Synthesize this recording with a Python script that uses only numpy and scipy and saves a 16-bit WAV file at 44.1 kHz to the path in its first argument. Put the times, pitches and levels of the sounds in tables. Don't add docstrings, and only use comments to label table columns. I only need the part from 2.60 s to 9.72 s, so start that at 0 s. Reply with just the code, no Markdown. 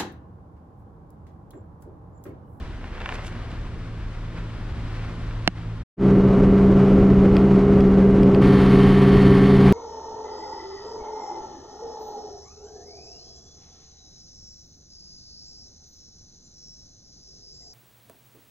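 import sys
import numpy as np
from scipy import signal
from scipy.fft import rfft, irfft, next_fast_len
from scipy.io import wavfile
from scipy.ndimage import uniform_filter1d, minimum_filter1d

SR = 44100
rng = np.random.default_rng(int(sys.argv[2]) if len(sys.argv) > 2 else 0)


def transcribe(u):
    v = np.clip(np.atleast_2d(u).T, -1, 1)
    q = np.round(v * 32767).astype(np.int16)
    wavfile.write(sys.argv[1], SR, q)


N = 314212
TIME = np.arange(N) / SR
RAMP_END_S, BOAT_IN_S, BOAT_FULL_S, STERN_S = 3.236, 3.368, 3.444, 5.818

ENGINE_ORDERS = (4, 6, 7, 8, 14, 15, 20, 21, 22, 23, 24, 26, 27, 28, 29, 30, 32, 33, 35, 37, 38, 40, 41, 42,
                 44, 45, 47, 60, 64, 72, 80, 90, 94, 101)
ENGINE_BOW_DB = (-16, -40, -31.5, -30.5, -44.5, -50, -52.5, -60, -48.5, -56.5, -48.5, -51, -54.5, -51, -66,
                 -62, -55, -61, -63, -59, -60.5, -66.5, -59, -59, -60, -61, -70, -60.5, -67, -75.5, -74,
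                 -71.5, -84, -81)
ENGINE_STERN_DB = (-16, -30, -43.5, -26.5, -44.5, -43, -56, -46, -49.5, -43.5, -42, -44.5, -51, -47, -53,
                   -54, -50, -46, -50.5, -44, -47.5, -49, -50.5, -57, -48.5, -47.5, -52, -64, -51, -58, -67,
                   -54, -64, -65)
# multiple of the blade rate, bow_level_db, stern_level_db
BLADE_HARMONICS = [(1, -24.5, -19.5), (2, -27, -24.5), (3, -22.5, -22), (4, -41, -39)]
# frequency_hz, relative_density_db
CLATTER_SPECTRUM = [(300, -18), (600, -2), (1200, -1.5), (2000, -18), (3000, -23), (4000, -35.5)]

# multiple of the boom pitch, relative_level_db
IDLE_PARTIALS = [(.5, -14), (1, -1), (1.5, -9)]
# frequency_hz, relative_density_db
RUMBLE_SPECTRUM = [(15, -8.5), (30, 2.5), (70, 1.5), (110, -6.5), (160, -11.5), (220, -10), (350, -14),
                   (480, -24.5), (900, -28.5)]
HISS_SPECTRUM = [(250, -20), (450, -4.5), (800, -8.5), (1050, -4.5), (1600, -7), (2100, -10.5), (3200, -14),
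                 (5200, -21.5), (6300, -27), (8500, -32.5), (11000, -37.5), (15000, -66)]
# time_s, level_db
HISS_ENVELOPE = [(0, -45), (.2, -49.5), (.8, -46), (1.15, -48), (2.15, -46), (2.4, -43.5), (2.8, -45),
                 (3.2, -49.5)]
# frequency_hz, correlation
RAMP_CORRELATION = [(60, 0.96), (200, .98), (500, 0.96), (1100, 0.91), (2700, 0.71), (8000, 0.23)]

# start_s, relative_level_db, tilt_db_per_octave
KNOCKS = [(.79, -62, -3), (.927, -55, -9.5), (2.8763, -2.5, -0.5)]
# pitch_hz, relative_level_db, t60_s
HOUSING_MODES = [(180, -4, 0.052), (310, -5, 0.029), (687, 0, 0.017), (1640, 2.5, 0.0058),
                 (2140, -1.5, 0.012), (2910, 2.5, .011), (4370, 3.5, 0.005), (6000, -3.5, .005),
                 (8760, -11, 0.0028), (11900, -18, 0.0034)]

# peak_s, level_db, rise_s, fall_s
CRUNCHES = [(.41, -41.5, 0.25, 0.19), (.52, -39, 0.1, 0.3), (.93, -50, .1, 0.066), (1.785, -46, 0.094, .06),
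            (2.45, -49, .2, .1)]
# peak_s, level_db
SCRAPES = [(.545, -52), (0.674, -48)]
# frequency_hz, relative_density_db
GRIT_SPECTRUM = [(250, -15), (480, 4.5), (1000, -1.5), (2000, -2), (3200, -11.5), (5000, -21), (9000, -38),
                 (15000, -51.5)]
SAND_SPECTRUM = [(2000, -10), (5000, -2.5), (7500, -0.5), (10000, -5.5), (14000, -22)]
# start_s, relative_level_db, tilt_db_per_octave
STONE_POPS = [(.2415, -36.5, -5.5), (.4035, -35, 4), (.417, -34.5, 3.5), (.459, -25.5, 0.5),
              (.4905, -24.5, -1), (.5232, -27.5, -3.5), (.556, -34, 3), (.585, -37, -5), (.648, -40, 0),
              (.668, -44, 12), (.679, -46, 11), (.9164, -39.5, 4), (2.3936, -40, -5), (2.7093, -39, 0)]
# pitch_hz, relative_level_db, t60_s
STONE_MODES = [(794, -9, 0.036), (1030, -1.5, 0.033), (1430, 0, 0.021), (1770, -1.5, 0.026),
               (2280, -1.5, .022), (2750, 1, 0.016), (3570, -2.5, 0.01), (5400, -21, 0.013),
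               (7550, -28, .014)]

# frequency_hz, relative_density_db
HULL_SPECTRUM = [(12, -23), (28, 3.5), (60, 1), (120, -0.5), (230, -2.5), (330, -2), (420, -4.5),
                 (520, -10.5), (640, -29), (1000, -38.5)]
BOW_SPECTRUM = [(300, -18), (540, 0.5), (700, -3), (950, -9), (1350, -11.5), (1700, -17.5), (2400, -21),
                (3200, -27), (4500, -33), (6300, -39), (7500, -43.5), (10000, -50), (11500, -57.5),
                (14500, -85.5)]
STERN_SPECTRUM = [(400, -21), (590, -5.5), (720, -1), (1200, -4), (1550, -10), (1950, -10), (2700, -13.5),
                  (3150, -14), (4500, -22), (6000, -31), (7700, -36.5), (10200, -34.5), (11300, -44.5),
                  (14500, -44.5)]
# start_s, relative_level_db, tilt_db_per_octave
GEAR_TICKS = [(4.7672, -22, -0.5), (5.2068, -30, -0.5), (5.6325, -32.5, 2), (5.7472, -25.5, -1)]
# pitch_hz, relative_level_db, t60_s
GEAR_MODES = [(1860, 0, .014), (2500, 2, 0.015), (3240, -1, 0.011), (4600, -4.5, .012), (5270, -6.5, 0.009),
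              (8200, -16.5, 0.0073), (11500, -24, .006)]


def outboard(cycles, astern):
    blades_per_crank_turn = 3 * 13 / 28
    firing_harmonics = zip(ENGINE_ORDERS, ENGINE_BOW_DB, ENGINE_STERN_DB)
    engine = harmonics(cycles, firing_harmonics, astern, flutter_db=.7, jitter_rad=.017)
    blade_passes = 2 * blades_per_crank_turn * cycles
    propeller = harmonics(blade_passes, BLADE_HARMONICS, astern, flutter_db=.9, jitter_rad=.03)
    one_cycle = rng.standard_normal(900)
    repeated = np.interp(cycles % 1, np.linspace(0, 1, len(one_cycle)), one_cycle)
    clatter = from_db(-46.5 + 4.6 * astern + 1.3 * drift(14)) * colour(repeated, CLATTER_SPECTRUM)
    return engine + propeller + clatter


def engine_cycles(crank_rpm=5806, swing_rpm=22, wander_rpm=14, chop_hz=2.73, crest_s=4.39):
    chop = np.cos(2 * np.pi * chop_hz * (TIME - crest_s))
    rpm = crank_rpm + swing_rpm * chop + wander_rpm * drift(5.04)
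    return np.cumsum(rpm / (2 * 60)) / SR


def pickup(idle_hz=112.7, sag_hz_per_s=0.807, growth_db_per_s=2.02, throb_hz=35):
    boom_hz = idle_hz - sag_hz_per_s * TIME
    boom_db = -53 + 13 * fade(0.35, .62) + growth_db_per_s * TIME
    phase = 2 * np.pi * np.cumsum(boom_hz * (1 + 0.0055 * drift(3.9))) / SR
    boom = sum(from_db(boom_db + db + 2.2 * drift(5.6)) * np.sin(k * phase) for k, db in IDLE_PARTIALS)
    throb = from_db(-38.5 + 2.1 * drift(4.04)) * np.sin(2 * np.pi * throb_hz * TIME + 0.18 * drift(3))
    rumble = from_db(-35 + 0.86 * drift(3.3)) * colour(stereo_noise(RAMP_CORRELATION), RUMBLE_SPECTRUM)
    hiss_db = np.interp(TIME, *np.transpose(HISS_ENVELOPE))
    hiss = from_db(hiss_db + 0.82 * drift(8.7)) * colour(stereo_noise(RAMP_CORRELATION), HISS_SPECTRUM)
    return np.sqrt(2) * (boom + throb) + rumble + hiss * from_db([[1], [-1]])


def housing_knocks():
    ringing = struck(KNOCKS, HOUSING_MODES, crack_db=-12.5)
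    return from_right(ringing, lag_s=0.00011) * from_db([[-1.8], [1.8]])


def tyre(rolling_grit_db=-57, rolling_sand_db=-74.5):
    crushing = sum(from_db(db) * swell(s, rise_s, fall_s) for s, db, rise_s, fall_s in CRUNCHES)
    slipping = sum(from_db(db) * swell(s, rise_s=0.048, fall_s=0.033) for s, db in SCRAPES)
    centre = grains(per_s=4000, spread_db=2.5)
    sides = np.array([grains(per_s=4000, spread_db=2.5) for side in range(2)])
    contacts = centre + .5 * sides
    clumping = from_db(1.8 * drift(30))
    grit = (from_db(rolling_grit_db) + crushing) * colour(contacts, GRIT_SPECTRUM)
    sand = (from_db(rolling_sand_db) + slipping) * colour(contacts, SAND_SPECTRUM)
    stones = from_db(-2) * struck(STONE_POPS, STONE_MODES, crack_db=-9)
    return clumping * (grit + sand) + stones


def water(astern, hull_db=-19.5, bow_treble_db=-52.5, stern_treble_db=-43):
    rumble = from_db(hull_db + 1.3 * drift(5.5)) * colour(rng.standard_normal(N), HULL_SPECTRUM)
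    spray = rms_one(rng.standard_normal(N) + 0.72 * grains(per_s=5500, spread_db=3.5))
    spray *= from_db(1.2 * drift(22))
    bow = from_db(bow_treble_db) * colour(spray, BOW_SPECTRUM, above_hz=3000)
    stern = from_db(stern_treble_db) * colour(spray, STERN_SPECTRUM, above_hz=3000)
    return rumble + (1 - astern) * bow + astern * stern


def loose_gear():
    return from_db(-3) * struck(GEAR_TICKS, GEAR_MODES, crack_db=-8.5)


def harmonics(cycles, orders, astern, flutter_db, jitter_rad):
    tone = np.zeros(N)
    for k, bow_db, stern_db in orders:
        level_db = bow_db + astern * (stern_db - bow_db) + (flutter_db + k / 80) * drift(5)
        phase = 2 * np.pi * (k * cycles + rng.random()) + jitter_rad * k * drift(9.2)
        tone += from_db(level_db) * np.sin(phase)
    return np.sqrt(2) * tone


def struck(hits, modes, crack_db):
    sound = np.zeros(N)
    age = np.arange(SR // 5) / SR
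    hz, mode_db, t60 = np.transpose(modes)
    polarity = (-1) ** np.arange(len(hz))
    crack_band = signal.butter(2, [900, 7000], "band", fs=SR, output="sos")
    for start_s, db, tilt in hits:
        strength = from_db(db + mode_db + tilt * np.log2(hz / 2000) + rng.normal(0, 1, len(hz)))
        detuned_hz = hz * rng.normal(1, .02, len(hz))
        ring = np.sin(2 * np.pi * np.outer(age, detuned_hz)) * from_db(-60 * age[:, None] / t60)
        crack = signal.sosfilt(crack_band, rng.standard_normal(len(age))) * from_db(-60 * age / .008)
        impact = ring @ (strength * polarity) + from_db(db + crack_db + 2 * tilt) * crack
        sound[round(start_s * SR):][:len(age)] += impact
    return sound


def grains(per_s, spread_db):
    sizes = from_db(spread_db * np.minimum(rng.exponential(1, N), 4)) * rng.choice([-1, 1], N)
    return rms_one(sizes * (rng.random(N) < per_s / SR))


def stereo_noise(correlation):
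    size = next_fast_len(N)
    alike = np.clip(at_hz(correlation, np.arange(size // 2 + 1) * SR / size), -1, 1)
    mid, side = rfft(rng.standard_normal((2, size)))
    return irfft(np.sqrt(1 + alike) * mid + np.sqrt(1 - alike) * side * [[1], [-1]], size)[:, :N]


def colour(x, spectrum, above_hz=0):
    size = next_fast_len(N)
    hz = np.arange(size // 2 + 1) * SR / size
    shaped = rfft(x, size) * from_db(at_hz(spectrum, hz)) / np.maximum(hz / spectrum[-1][0], 1) ** 2
    band_energy = np.sum(abs(shaped[..., hz >= above_hz]) ** 2, axis=-1)
    band_rms = np.sqrt(2 * np.mean(band_energy)) / size
    return irfft(shaped, size)[..., :N] / band_rms


def from_right(x, lag_s):
    left, right = np.broadcast_to(x, (2, N))
    return np.array([np.interp(TIME - lag_s, TIME, left), right])


def limiter(x, ceiling_db, hold_s, release_db_per_s):
    excess_db = np.maximum(20 * np.log10(abs(x).max(axis=0) + 1e-9) - ceiling_db, 0)
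    half_hold = int(hold_s * SR / 2)
    held_db = -minimum_filter1d(-excess_db, 2 * half_hold + 1, origin=half_hold)
    release_db = release_db_per_s * TIME
    cut_db = np.maximum.accumulate(held_db + release_db) - release_db
    return x * from_db(uniform_filter1d(minimum_filter1d(-cut_db, size=89), size=45))


def drift(rate_hz):
    step, settling = 40, 2000
    pole = np.exp(-2 * np.pi * step * rate_hz / SR)
    noise = rng.standard_normal(N // step + settling + 2)
    slow = signal.lfilter([1], [1, -2 * pole, pole * pole], noise)[settling:]
    return np.interp(np.arange(N) / step, np.arange(len(slow)), rms_one(slow))


def swell(peak_s, rise_s, fall_s):
    return 10 ** -np.maximum((peak_s - TIME) / rise_s, (TIME - peak_s) / fall_s).clip(max=10)


def fade(start_s, end_s):
    return np.clip((TIME - start_s) / max(end_s - start_s, 1e-3), 0, 1)


def at_hz(points, hz):
    point_hz, value = np.transpose(points)
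    return np.interp(np.log(hz + 1e-3), np.log(point_hz), value)


def from_db(db):
    return 10 ** (np.asarray(db) / 20)


def rms_one(x):
    return x / np.sqrt(np.mean(x ** 2) + 1e-20)


def scene():
    ramp = from_right(pickup() + tyre(), lag_s=.00005) + housing_knocks()
    ramp = limiter(ramp, ceiling_db=0.5, hold_s=0.065, release_db_per_s=193)
    astern = fade(STERN_S - .005, STERN_S + 0.0027)
    boat = outboard(engine_cycles(), astern) + water(astern) + loose_gear()
    return ramp * (1 - fade(RAMP_END_S - .016, RAMP_END_S)) + boat * fade(BOAT_IN_S, BOAT_FULL_S) ** 1.6


def record(dry):
    stopband_hz = 15700
    return signal.sosfilt(signal.cheby2(12, 70, stopband_hz, fs=SR, output="sos"), dry + 1e-18)


dry = scene()
out = record(dry)
transcribe(out)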